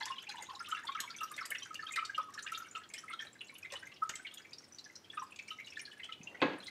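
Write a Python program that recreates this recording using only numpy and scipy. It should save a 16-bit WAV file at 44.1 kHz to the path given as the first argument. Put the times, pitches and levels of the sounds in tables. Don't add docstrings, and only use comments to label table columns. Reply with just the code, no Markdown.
import sys
import numpy as np
from scipy import signal
from scipy.fft import rfft, irfft, next_fast_len
from scipy.io import wavfile
from scipy.ndimage import uniform_filter1d

SR = 44100
rng = np.random.default_rng(int(sys.argv[2]) if len(sys.argv) > 2 else 0)


def persist_wave(psi):
    counts = np.round(np.clip(psi, -1, 1) * 32767).astype(np.int16)
    wavfile.write(sys.argv[1], SR, np.atleast_2d(counts).T)


N = 295452

# t/s, relative level/dB, body trim/dB, spray trim/dB
SLAPS = [(0.0542, -30.5, -36, -22), (0.4234, -45, -14, -14), (0.6858, -45.5, -23, -9),
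         (0.8512, -51.5, -7.5, -5), (1.002, -26.5, -37, -15.5), (1.2072, -55, -13, -3),
         (1.3144, -51.5, -10, 1.5), (1.3633, -40.5, -24, -16), (1.453, -38.5, -22, -8),
         (1.5037, -46, -12.5, 4), (1.742, -36, -26, -20), (1.958, -33, -24, -18.5),
         (2.0512, -34.5, -44, -30), (2.178, -39, -15.5, -22), (2.338, -42, -39, -26),
         (2.3907, -36.5, -35, -39), (2.518, -41, -55, -11.5), (2.7532, -51, -11, -41),
         (2.937, -35.5, -31, -21), (3.248, -55.5, -3, -12), (3.5808, -56.5, -21, 1),
         (3.7207, -36, -13, -28), (3.735, -38, -11, -35), (4.0924, -27.5, -17.5, -26),
         (4.155, -34.5, -49, -50), (4.3387, -52, -27, 1), (5.3595, -41, -40, -41),
         (5.3882, -39.5, -38, -41), (6.042, -45.5, -15.5, -16)]
PLOP_HZ = 1251
PINCH_S, SHORTEST_SWELL_S = 0.0087, 0.001
TOP_HZ = 15600
LARGE, MIDDLING, FINE = 1, 2, 3


def drips(drops):
    out = np.zeros(N)
    for s, hz, db, splash in drops:
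        sound = drop(hz, splash, foam_db=-3.0, foam_t60=0.031, hiss_db=-15.5)
        wall_db = min(-6 + 6.0 * np.log2(hz / 1300), -2.5)
        add(out, s - PINCH_S, at_level(in_bowl(sound, wall_db, wall_t60=0.083), db, window=440))
    return out


def drop(hz, splash, foam_db, foam_t60, hiss_db):
    t = clock(.08) - PINCH_S
    splash = np.clip(splash, 0, 1)
    swell = max(0.004636 * (PLOP_HZ / hz) ** 0.804 * (1 - splash / 2), SHORTEST_SWELL_S)
    main = bubble(t - 0.802 * swell, hz, cycles=42, swell_s=swell, glide=0.14)
    twin_s, twin_octaves = .007, 0.19
    late, detune = rng.random(2) - .5
    twin_hz = hz * 2 ** (2 * twin_octaves * detune)
    twin = bubble(t - swell - twin_s * (1 + late), twin_hz, cycles=20, swell_s=swell)
    cluster_s, cluster_octaves = .013, 0.38
    cluster = np.zeros(len(t))
    for lag, step in rng.random((6, 2)):
        lesser_hz = hz * 2 ** (cluster_octaves * (2 * step - 1))
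        cluster += bubble(t - swell - cluster_s * lag ** 2, lesser_hz, cycles=7.4, swell_s=swell)
    foam = rng.standard_normal(len(t)) * np.clip(t / swell / 2, 0, 1) * fade(np.maximum(t, 0), foam_t60)
    foam_eq = patchy([(hz * 0.285, -36), (hz, 0), (hz * 1.81, hiss_db), (hz * 4, -48)], ripple_db=5.5)
    froth = unit(unit(cluster) + undb(foam_db) * unit(colour(foam, foam_eq)))
    return np.sqrt(1 - splash) * main + np.sqrt(splash) * (froth + undb(0.5) * twin)


def bubble(t, hz, cycles, swell_s, glide=0, hold_cycles=3.3):
    life = cycles / hz * (hz / 1300) ** 0.37
    bend = glide * (rng.random() - .5) * t ** 2 / life
    phase = 2 * np.pi * (hz * (t + bend) + rng.random())
    pinch = np.exp(-(np.minimum(t, 0) / swell_s) ** 2)
    return unit(np.sin(phase) * pinch * fade(np.maximum(t - hold_cycles / hz, 0), life))


def slaps(crack_db, body_db, spray_db):
    # f/Hz, level/dB
    crack_eq = [(300, -14), (1300, -47), (2600, 6), (4500, 2), (8500, 1), (11000, -38), (16000, -41)]
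    # f/Hz, level/dB
    body_eq = [(60, -64), (280, -11.5), (500, 11), (850, 2), (1500, 5.5), (2600, 6.5), (6000, -38)]
    out, t = np.zeros(N), clock(.07)
    for s, db, body_trim, spray_trim in SLAPS:
        for eq, t60, part_db in [(crack_eq, .018, crack_db), (body_eq, .055, body_trim + body_db)]:
            burst = rng.standard_normal(len(t)) * fade(t, t60) * np.minimum(t / 0.0029, 1)
            burst = colour(burst, patchy(eq, ripple_db=4))
            hit = in_bowl(burst, wall_db=-2.5, wall_t60=0.085)
            add(out, s, at_level(hit, db + part_db, window=620))
        spray = in_bowl(sizzle(t, count=12), wall_db=1.0, wall_t60=0.05)
        add(out, s, at_level(spray, db + spray_trim + spray_db, window=620))
    return out


def sizzle(t, count, low_hz=6640, high_hz=13750, mean_lag_s=.006):
    out = np.zeros(len(t))
    for lag, pitch in rng.random((count, 2)):
        delay = SHORTEST_SWELL_S - mean_lag_s * np.log(1 - lag)
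        hz = low_hz * (high_hz / low_hz) ** pitch
        out += bubble(t - delay, hz, cycles=4.2, swell_s=0.00034) * (1 - lag)
    return out


def trickle():
    gurgle = light_drops(48, low_hz=1068, high_hz=1404, trim_db=6.5, spread_db=-5.5, splash=0.18, size=LARGE)
    deep_hz, risen_s = 963, 0.745
    gurgle[:, 1] *= np.interp(gurgle[:, 0], [risen_s / 2, risen_s], [deep_hz / PLOP_HZ, 1])
    plinks = light_drops(90, low_hz=1534, high_hz=4266, trim_db=2, spread_db=10, splash=0.89, size=MIDDLING)
    pings = light_drops(80, low_hz=4950, high_hz=10340, trim_db=5.5, spread_db=5.5, splash=0.41, size=FINE)
    return np.vstack([gurgle, plinks, pings])


def light_drops(count, low_hz, high_hz, trim_db, spread_db, splash, size):
    drain_s, thinning = 6.7, 1.25
    moment, pitch, strength, wet = rng.random((count, 4)).T
    s = drain_s * ((np.arange(count) + moment) / count) ** thinning
    hz = low_hz * (high_hz / low_hz) ** pitch
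    db = flow(s, size) + trim_db + spread_db * (strength - .5)
    return np.column_stack([s, hz, db, splash * wet])


def flow(s, size):
    # t/s, large bubbles/dB, middling bubbles/dB, fine spray/dB
    ride = [(0.0, -58, -50, -66), (0.41, -55, -54.5, -65), (0.82, -55, -54.5, -68.5),
            (1.25, -63.5, -56.5, -67.5), (2.02, -72, -62, -71), (2.16, -55.5, -60, -68.5),
            (3.02, -69, -59, -67), (4.16, -67.5, -58, -70), (4.81, -84, -66.5, -75.5),
            (5.71, -87, -65, -67.5), (6.19, -95, -64, -85), (6.7, -81, -54, -64.5)]
    columns = np.transpose(ride)
    return np.interp(s, columns[0], columns[size])


def spatter(landings, per_second, low_hz, high_hz, cycles, spread_db, trim_db, tilt_db, flight_s, size):
    out, t = np.zeros(N), clock(.03)
    count = int(per_second * N / SR)
    for k, (flight, pitch, strength) in enumerate(rng.random((count, 3))):
        s = landings[k % len(landings)] - flight_s * np.log(1 - flight)
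        hz = min(low_hz * (high_hz / low_hz) ** pitch, TOP_HZ)
        db = flow(s, size) + trim_db + spread_db * strength ** 4 + tilt_db * pitch
        attack = 1 - np.exp(-(t * hz / 1.65) ** 2)
        ring = np.sin(2 * np.pi * hz * t) * fade(t, cycles / hz) * attack
        add(out, s, at_level(in_bowl(ring, wall_db=5.0, wall_t60=0.02), db))
    return out


def drawer(rattle_db, slide_db):
    # t/s, level before EQ/dB, contact time/s
    knocks = [(6.202, -50, 0.005), (6.4165, -30.5, 0.00013), (6.423, -26, 0.00013), (6.466, -42, 0.0002),
              (6.533, -47, 0.00005)]
    # f/Hz, level/dB, t60/s
    modes = [(241, 7, 0.18), (311, 0, 0.25), (359, 6.5, 0.25), (385, 2, 0.31), (518, 1, 0.21),
             (688, -4, 0.33), (862, 1.5, 0.21), (1057, 5, 0.066), (1100, -5.5, 0.21), (1643, 2, 0.2),
             (2083, 1, 0.14), (2566, 4.5, 0.11), (2790, -13, 0.12), (3170, -5, 0.12)]
    # f/Hz, level/dB
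    rattle_eq = [(35, -60), (80, -30), (170, -6), (290, 2.5), (400, -4.5), (520, -1), (660, -8.5),
                 (1000, -8.5), (1400, -8), (2700, -9), (4500, -14.5), (5500, -43.5), (11000, -48)]
    out, t = np.zeros(N), clock(.6)
    ring = sum((-1) ** k * undb(db) * np.cos(2 * np.pi * hz * t) * fade(t, t60)
               for k, (hz, db, t60) in enumerate(modes))
    for s, db, contact_s in knocks:
        settle = colour(rng.standard_normal(len(t)) * fade(t, 0.39), [(500, -7), (4000, -14.0)])
        rattle = colour(rng.standard_normal(len(t)) * fade(t, 0.044) + settle, rattle_eq)
        push = np.hanning(int(contact_s * SR) + 3)
        knock = signal.fftconvolve(unit(ring) + undb(rattle_db) * unit(rattle), push)
        add(out, s, at_level(knock, db))
    slide_eq = [(50, -19), (250, 4.5), (550, 3.0), (950, -2.5), (1800, -24), (5000, -53)]
    slide = at_level(colour(rng.standard_normal(N), slide_eq), slide_db)
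    out += slide * np.interp(np.arange(N) / SR, [6.2, 6.31, 6.41, 6.43], [0, 1, 1, 0])
    return colour(out, [(30, -3), (110, 3.5), (190, -1.5), (900, 3.5), (4500, 1.5), (6500, 22), (15000, -34)])


def in_bowl(x, wall_db, wall_t60):
    t = clock(.05)
    onset = 1 - np.exp(-t / 0.00045)
    echoes = undb(wall_db) * unit(rng.standard_normal(len(t)) * fade(t, wall_t60) * onset)
    echoes[0] += 1
    return signal.fftconvolve(x, echoes)


def in_kitchen(x, wet_db, t60=0.33):
    t = clock(.6)
    tail = rng.standard_normal(len(t)) * fade(t, t60) * np.clip(t / 0.0088 - .5, 0, 1)
    tail = colour(unit(tail), [(1300, 1.5), (3000, 0.5), (5000, -1.0), (9000, -2.5), (15000, -6.0)])
    return x + undb(wet_db) * signal.fftconvolve(x, tail)[:N]


def room_tone(db):
    # f/Hz, level/dB
    air_eq = [(25, -4), (50, -26.5), (90, 0), (160, -2), (320, 0), (600, -6.5), (1200, -10), (2500, -13.5),
              (5000, -17), (9000, -24.5), (13000, -29.5), (16000, -31)]
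    noise = colour(rng.standard_normal(N), air_eq)
    return undb(db) * noise / noise.std()


def patchy(points, ripple_db):
    hz, db = np.transpose(points)
    bands = np.geomspace(hz[0], hz[-1], num=24)
    smooth_db = np.interp(np.log(bands), np.log(hz), db)
    return np.column_stack([bands, smooth_db + ripple_db * rng.standard_normal(len(bands))])


def colour(x, points):
    hz, db = np.transpose(points)
    n = next_fast_len(len(x) + 4096) * 2
    bin_hz = np.arange(n // 2 + 1) * SR / n
    log_gain = np.log(undb(np.interp(np.log(bin_hz + 1), np.log(hz), db)))
    cepstrum = irfft(log_gain)
    cepstrum[1:n // 2] *= 2
    cepstrum[n // 2 + 1:] = 0
    return irfft(rfft(x, n) * np.exp(rfft(cepstrum)))[:len(x)]


def at_level(x, db, window=350):
    return x * undb(db) / np.sqrt(uniform_filter1d(x ** 2, window).max())


def undb(db):
    return 10 ** (np.asarray(db) / 20)


def clock(length):
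    return np.arange(int(length * SR)) / SR


def add(out, s, sound):
    i = min(max(int(s * SR), 0), N - 1)
    out[i:i + len(sound)] += sound[:N - i]


def fade(t, t60):
    return np.exp(-np.log(1000) * t / t60)


def unit(x):
    return x / np.sqrt(np.sum(x ** 2) + 1e-30)


def scene():
    # t/s, f/Hz, level/dB, splash (0 = one clean bubble, 1 = all splash)
    heavy_drops = [(0.0, 2080, -44, 0.4), (0.001, 918, -44.5, 0.2), (0.005, 4060, -49, 0.29),
                   (0.031, 4360, -45, 0.16), (0.064, 1025, -47, 0.24), (0.081, 3720, -49.5, 0.54),
                   (0.102, 1070, -38.0, 0.037), (0.182, 2990, -42, 0.44), (0.225, 3080, -53, 0.26),
                   (0.29, 4400, -43, 1), (0.294, 1620, -51.5, 0.53), (0.31, 2470, -48.5, 0.22),
                   (0.342, 976, -49, 0.13), (0.381, 3470, -51.5, 0.18), (0.425, 6820, -49, 0.11),
                   (0.489, 1040, -47.5, 0.17), (0.504, 1040, -45.5, 0.11), (0.534, 838, -52, 0.11),
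                   (0.594, 5080, -49, 0.12), (0.603, 1353, -41, 0.31), (0.66, 3010, -50.5, 0.49),
                   (0.693, 1430, -50, 0.15), (0.703, 6470, -52, 0.6), (0.715, 2970, -41.5, 0.12),
                   (0.724, 1297, -33, 0.03), (0.745, 1340, -51, 0.038), (0.748, 2810, -44, 0.25),
                   (0.767, 1670, -44.5, 0.78), (0.788, 1390, -48, 0.21), (0.845, 924, -50, 0.04),
                   (0.871, 3570, -41, 0.49), (0.89, 1084, -36, 0.051), (0.918, 3680, -49, 0.15),
                   (0.949, 3130, -48, 0.71), (0.952, 1299, -37, 0.025), (0.975, 2200, -47, 0.22),
                   (0.99, 1620, -41.5, 0.23), (1.035, 1078, -46, 0.12), (1.076, 2235, -47.5, 0.16),
                   (1.099, 1364, -51, 0.069), (1.104, 4310, -46.5, 0.55), (1.164, 6100, -50, 0.063),
                   (1.207, 2750, -44, 0.093), (1.212, 1276, -38.5, 0.2), (1.231, 1268, -35.5, 0.017),
                   (1.231, 11900, -56.5, 0.79), (1.233, 5740, -48, 0.31), (1.312, 1210, -46.5, 0.069),
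                   (1.34, 3680, -51.5, 0.06), (1.379, 2040, -40, 0.48), (1.386, 1740, -42, 0.34),
                   (1.409, 5400, -51, 0.11), (1.412, 1310, -40, 0.35), (1.444, 1870, -50.5, 0.26),
                   (1.453, 4900, -49.5, 0.34), (1.504, 2970, -47, 0.11), (1.515, 1656, -40.5, 0.38),
                   (1.516, 2074, -38.5, 0.63), (1.548, 1765, -43, 0.25), (1.549, 2860, -41, 0.42),
                   (1.584, 5620, -48.0, 0.12), (1.622, 3175, -45, 0.24), (1.629, 6000, -48.5, 0.29),
                   (1.652, 6700, -57.5, 0.17), (1.655, 1600, -52.5, 0.35), (1.708, 1287, -43.5, 0.014),
                   (1.755, 2850, -43, 0.087), (1.793, 1740, -41.5, 0.086), (1.825, 4480, -52, 0.054),
                   (1.831, 1290, -43, 0.025), (1.867, 3190, -43, 0.2), (1.875, 1570, -53, 0.13),
                   (1.886, 3700, -47.5, 0.16), (1.891, 1285, -47, 0.048), (1.91, 2130, -46, 0.044),
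                   (1.921, 7270, -46.5, 0.41), (1.937, 2500, -43, 0.096), (1.96, 3700, -42, 0.44),
                   (1.961, 1864, -36, 0.25), (1.977, 1304, -34, 0.034), (1.988, 2450, -40, 0.62),
                   (2.026, 1286, -37.5, 0.021), (2.048, 4500, -45.5, 0.41), (2.096, 1620, -39, 0.036),
                   (2.147, 2880, -40.5, 0.11), (2.181, 1251, -31, 0.028), (2.192, 1057, -45, 0.1),
                   (2.287, 1145, -50, 0.027), (2.342, 5500, -52.5, 0.48), (2.377, 1766, -43, 0.39),
                   (2.426, 6220, -48, 0.52), (2.464, 1636, -44, 0.14), (2.466, 2790, -43.5, 0.49),
                   (2.493, 1940, -49.5, 0.43), (2.521, 1320, -38, 0.0076), (2.529, 2930, -46, 0.86),
                   (2.548, 3640, -41.5, 0.15), (2.573, 1327, -44.5, 0.023), (2.576, 6620, -50.5, 0.6),
                   (2.583, 12100, -56.5, 0.63), (2.602, 1375, -46, 0.034), (2.62, 1320, -45.5, 0.04),
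                   (2.658, 2230, -57.5, 0.037), (2.712, 6979, -53, 0.041), (2.751, 1336, -44, 0.037),
                   (2.751, 2996, -42.5, 0.65), (2.767, 1284, -42, 0.018), (2.937, 7770, -48, 0.32),
                   (2.94, 2190, -46, 0.11), (2.96, 2700, -52.5, 0.48), (2.978, 3350, -53, 0.49),
                   (2.981, 5550, -48.5, 0.37), (3.038, 1310, -49.5, 0.02), (3.082, 2090, -47.5, 0.1),
                   (3.101, 1300, -49, 0.28), (3.107, 2160, -45.5, 0.2), (3.13, 3270, -48, 0.23),
                   (3.134, 1350, -41, 0.032), (3.192, 3230, -42, 0.085), (3.199, 1780, -44.5, 0.33),
                   (3.21, 5660, -55.5, 0.17), (3.221, 1806, -45.5, 0.11), (3.408, 2830, -43.5, 0.65),
                   (3.495, 2220, -50.5, 0.25), (3.629, 2460, -47, 0.017), (3.648, 2076, -44.5, 0.25),
                   (3.737, 1035, -50.5, 0.18), (3.755, 2900, -43.5, 0.19), (3.828, 1577, -48.5, 0.21),
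                   (3.868, 2070, -48.5, 0.24), (4.023, 1286, -29, 0.015), (4.137, 2105, -46.5, 0.05),
                   (4.155, 7860, -45.5, 0.12), (4.194, 1554, -50.5, 0.62), (4.25, 2250, -43.5, 0.076),
                   (4.268, 3170, -45.5, 0.46), (4.312, 3300, -54, 0.053), (4.373, 3330, -48.5, 0.15),
                   (4.382, 6860, -56, 0.095), (4.449, 2095, -53.5, 0.24), (4.532, 4770, -47, 0.52),
                   (4.584, 5530, -50.5, 0.11), (4.641, 5381, -59, 0.28), (4.723, 6020, -54.5, 0.05),
                   (4.747, 5940, -56, 0.039), (4.785, 4580, -48, 0.39), (4.842, 5200, -52.5, 0.67),
                   (4.86, 1746, -54.5, 0.11), (4.898, 2060, -55.5, 0.077), (4.955, 5190, -48.5, 0.69),
                   (5.045, 3190, -59, 0.059), (5.101, 3390, -46.5, 0.036), (5.132, 1740, -52.5, 0.54),
                   (5.146, 8640, -62, 0.18), (5.172, 2860, -48, 1), (5.175, 1238, -36.5, 0.068),
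                   (5.197, 5760, -54.5, 0.044), (5.221, 1044, -41, 0.078), (5.226, 8000, -60.5, 0.42),
                   (5.321, 2520, -51, 0.21), (5.391, 2375, -43, 0.41), (5.479, 5900, -53.5, 0.95),
                   (5.483, 2300, -49, 0.19), (5.506, 3000, -41.5, 0.18), (5.513, 1283, -47, 0.016),
                   (5.587, 2100, -47.5, 0.13), (5.6, 2240, -47, 0.11), (5.645, 3940, -56.5, 0.3),
                   (5.671, 2850, -48.5, 0.39), (5.704, 5500, -54.5, 0.079), (5.723, 2570, -50.5, 0.22),
                   (5.758, 3480, -53.5, 0.26), (5.771, 1765, -41.5, 0.063), (5.792, 5360, -50.5, 0.9),
                   (5.794, 2380, -45.5, 0.37), (5.816, 9430, -52, 0.036), (5.83, 1760, -58, 0.03),
                   (5.853, 4250, -47.5, 0.27), (5.877, 1674, -51.5, 0.033), (5.917, 2990, -52.5, 0.13),
                   (5.93, 1770, -57, 0.035), (5.972, 1710, -58, 0.04), (5.997, 2130, -47, 0.54),
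                   (6.033, 3030, -44.5, 0.25), (6.052, 3070, -49, 0.22), (6.091, 1313, -48.5, 0.018),
                   (6.091, 2050, -52, 0.13), (6.123, 3006, -42.5, 0.2), (6.232, 6280, -54.5, 0.19),
                   (6.272, 2785, -43.5, 0.12), (6.346, 1930, -48, 0.32), (6.403, 2450, -50, 0.066),
                   (6.603, 4080, -53, 0.087), (6.63, 3310, -52, 0.08), (6.668, 4200, -46.5, 0.62),
                   (6.682, 2076, -47, 0.036)]
    drops = np.vstack([heavy_drops, trickle()])
    landings = [row[0] for row in list(heavy_drops) + list(SLAPS)]
    patter = spatter(landings, per_second=320, low_hz=1365, high_hz=4250, cycles=20,
                     spread_db=11.0, trim_db=-9.5, tilt_db=-9.0, flight_s=.028, size=MIDDLING)
    fizz = spatter(landings, per_second=200, low_hz=4880, high_hz=10000, cycles=24,
                   spread_db=17.5, trim_db=-4.0, tilt_db=-12.5, flight_s=0.023, size=FINE)
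    specks = spatter(landings, per_second=70, low_hz=8600, high_hz=14000, cycles=50,
                     spread_db=18.5, trim_db=-11.5, tilt_db=-3.5, flight_s=0.011, size=FINE)
    liquid = drips(drops) + slaps(crack_db=-11.5, body_db=2.0, spray_db=-1.0) + patter + fizz + specks
    far = drawer(rattle_db=0, slide_db=-57.0)
    return (in_kitchen(liquid, wet_db=-11.0) + in_kitchen(far, wet_db=-10.5) + room_tone(db=-65))[None]


def record(dry):
    thin = signal.sosfilt(signal.butter(2, 50, "high", fs=SR, output="sos"), dry)
    return signal.sosfilt(signal.ellip(10, .2, 70, TOP_HZ, fs=SR, output="sos"), thin)


dry = scene()
out = record(dry)
persist_wave(out)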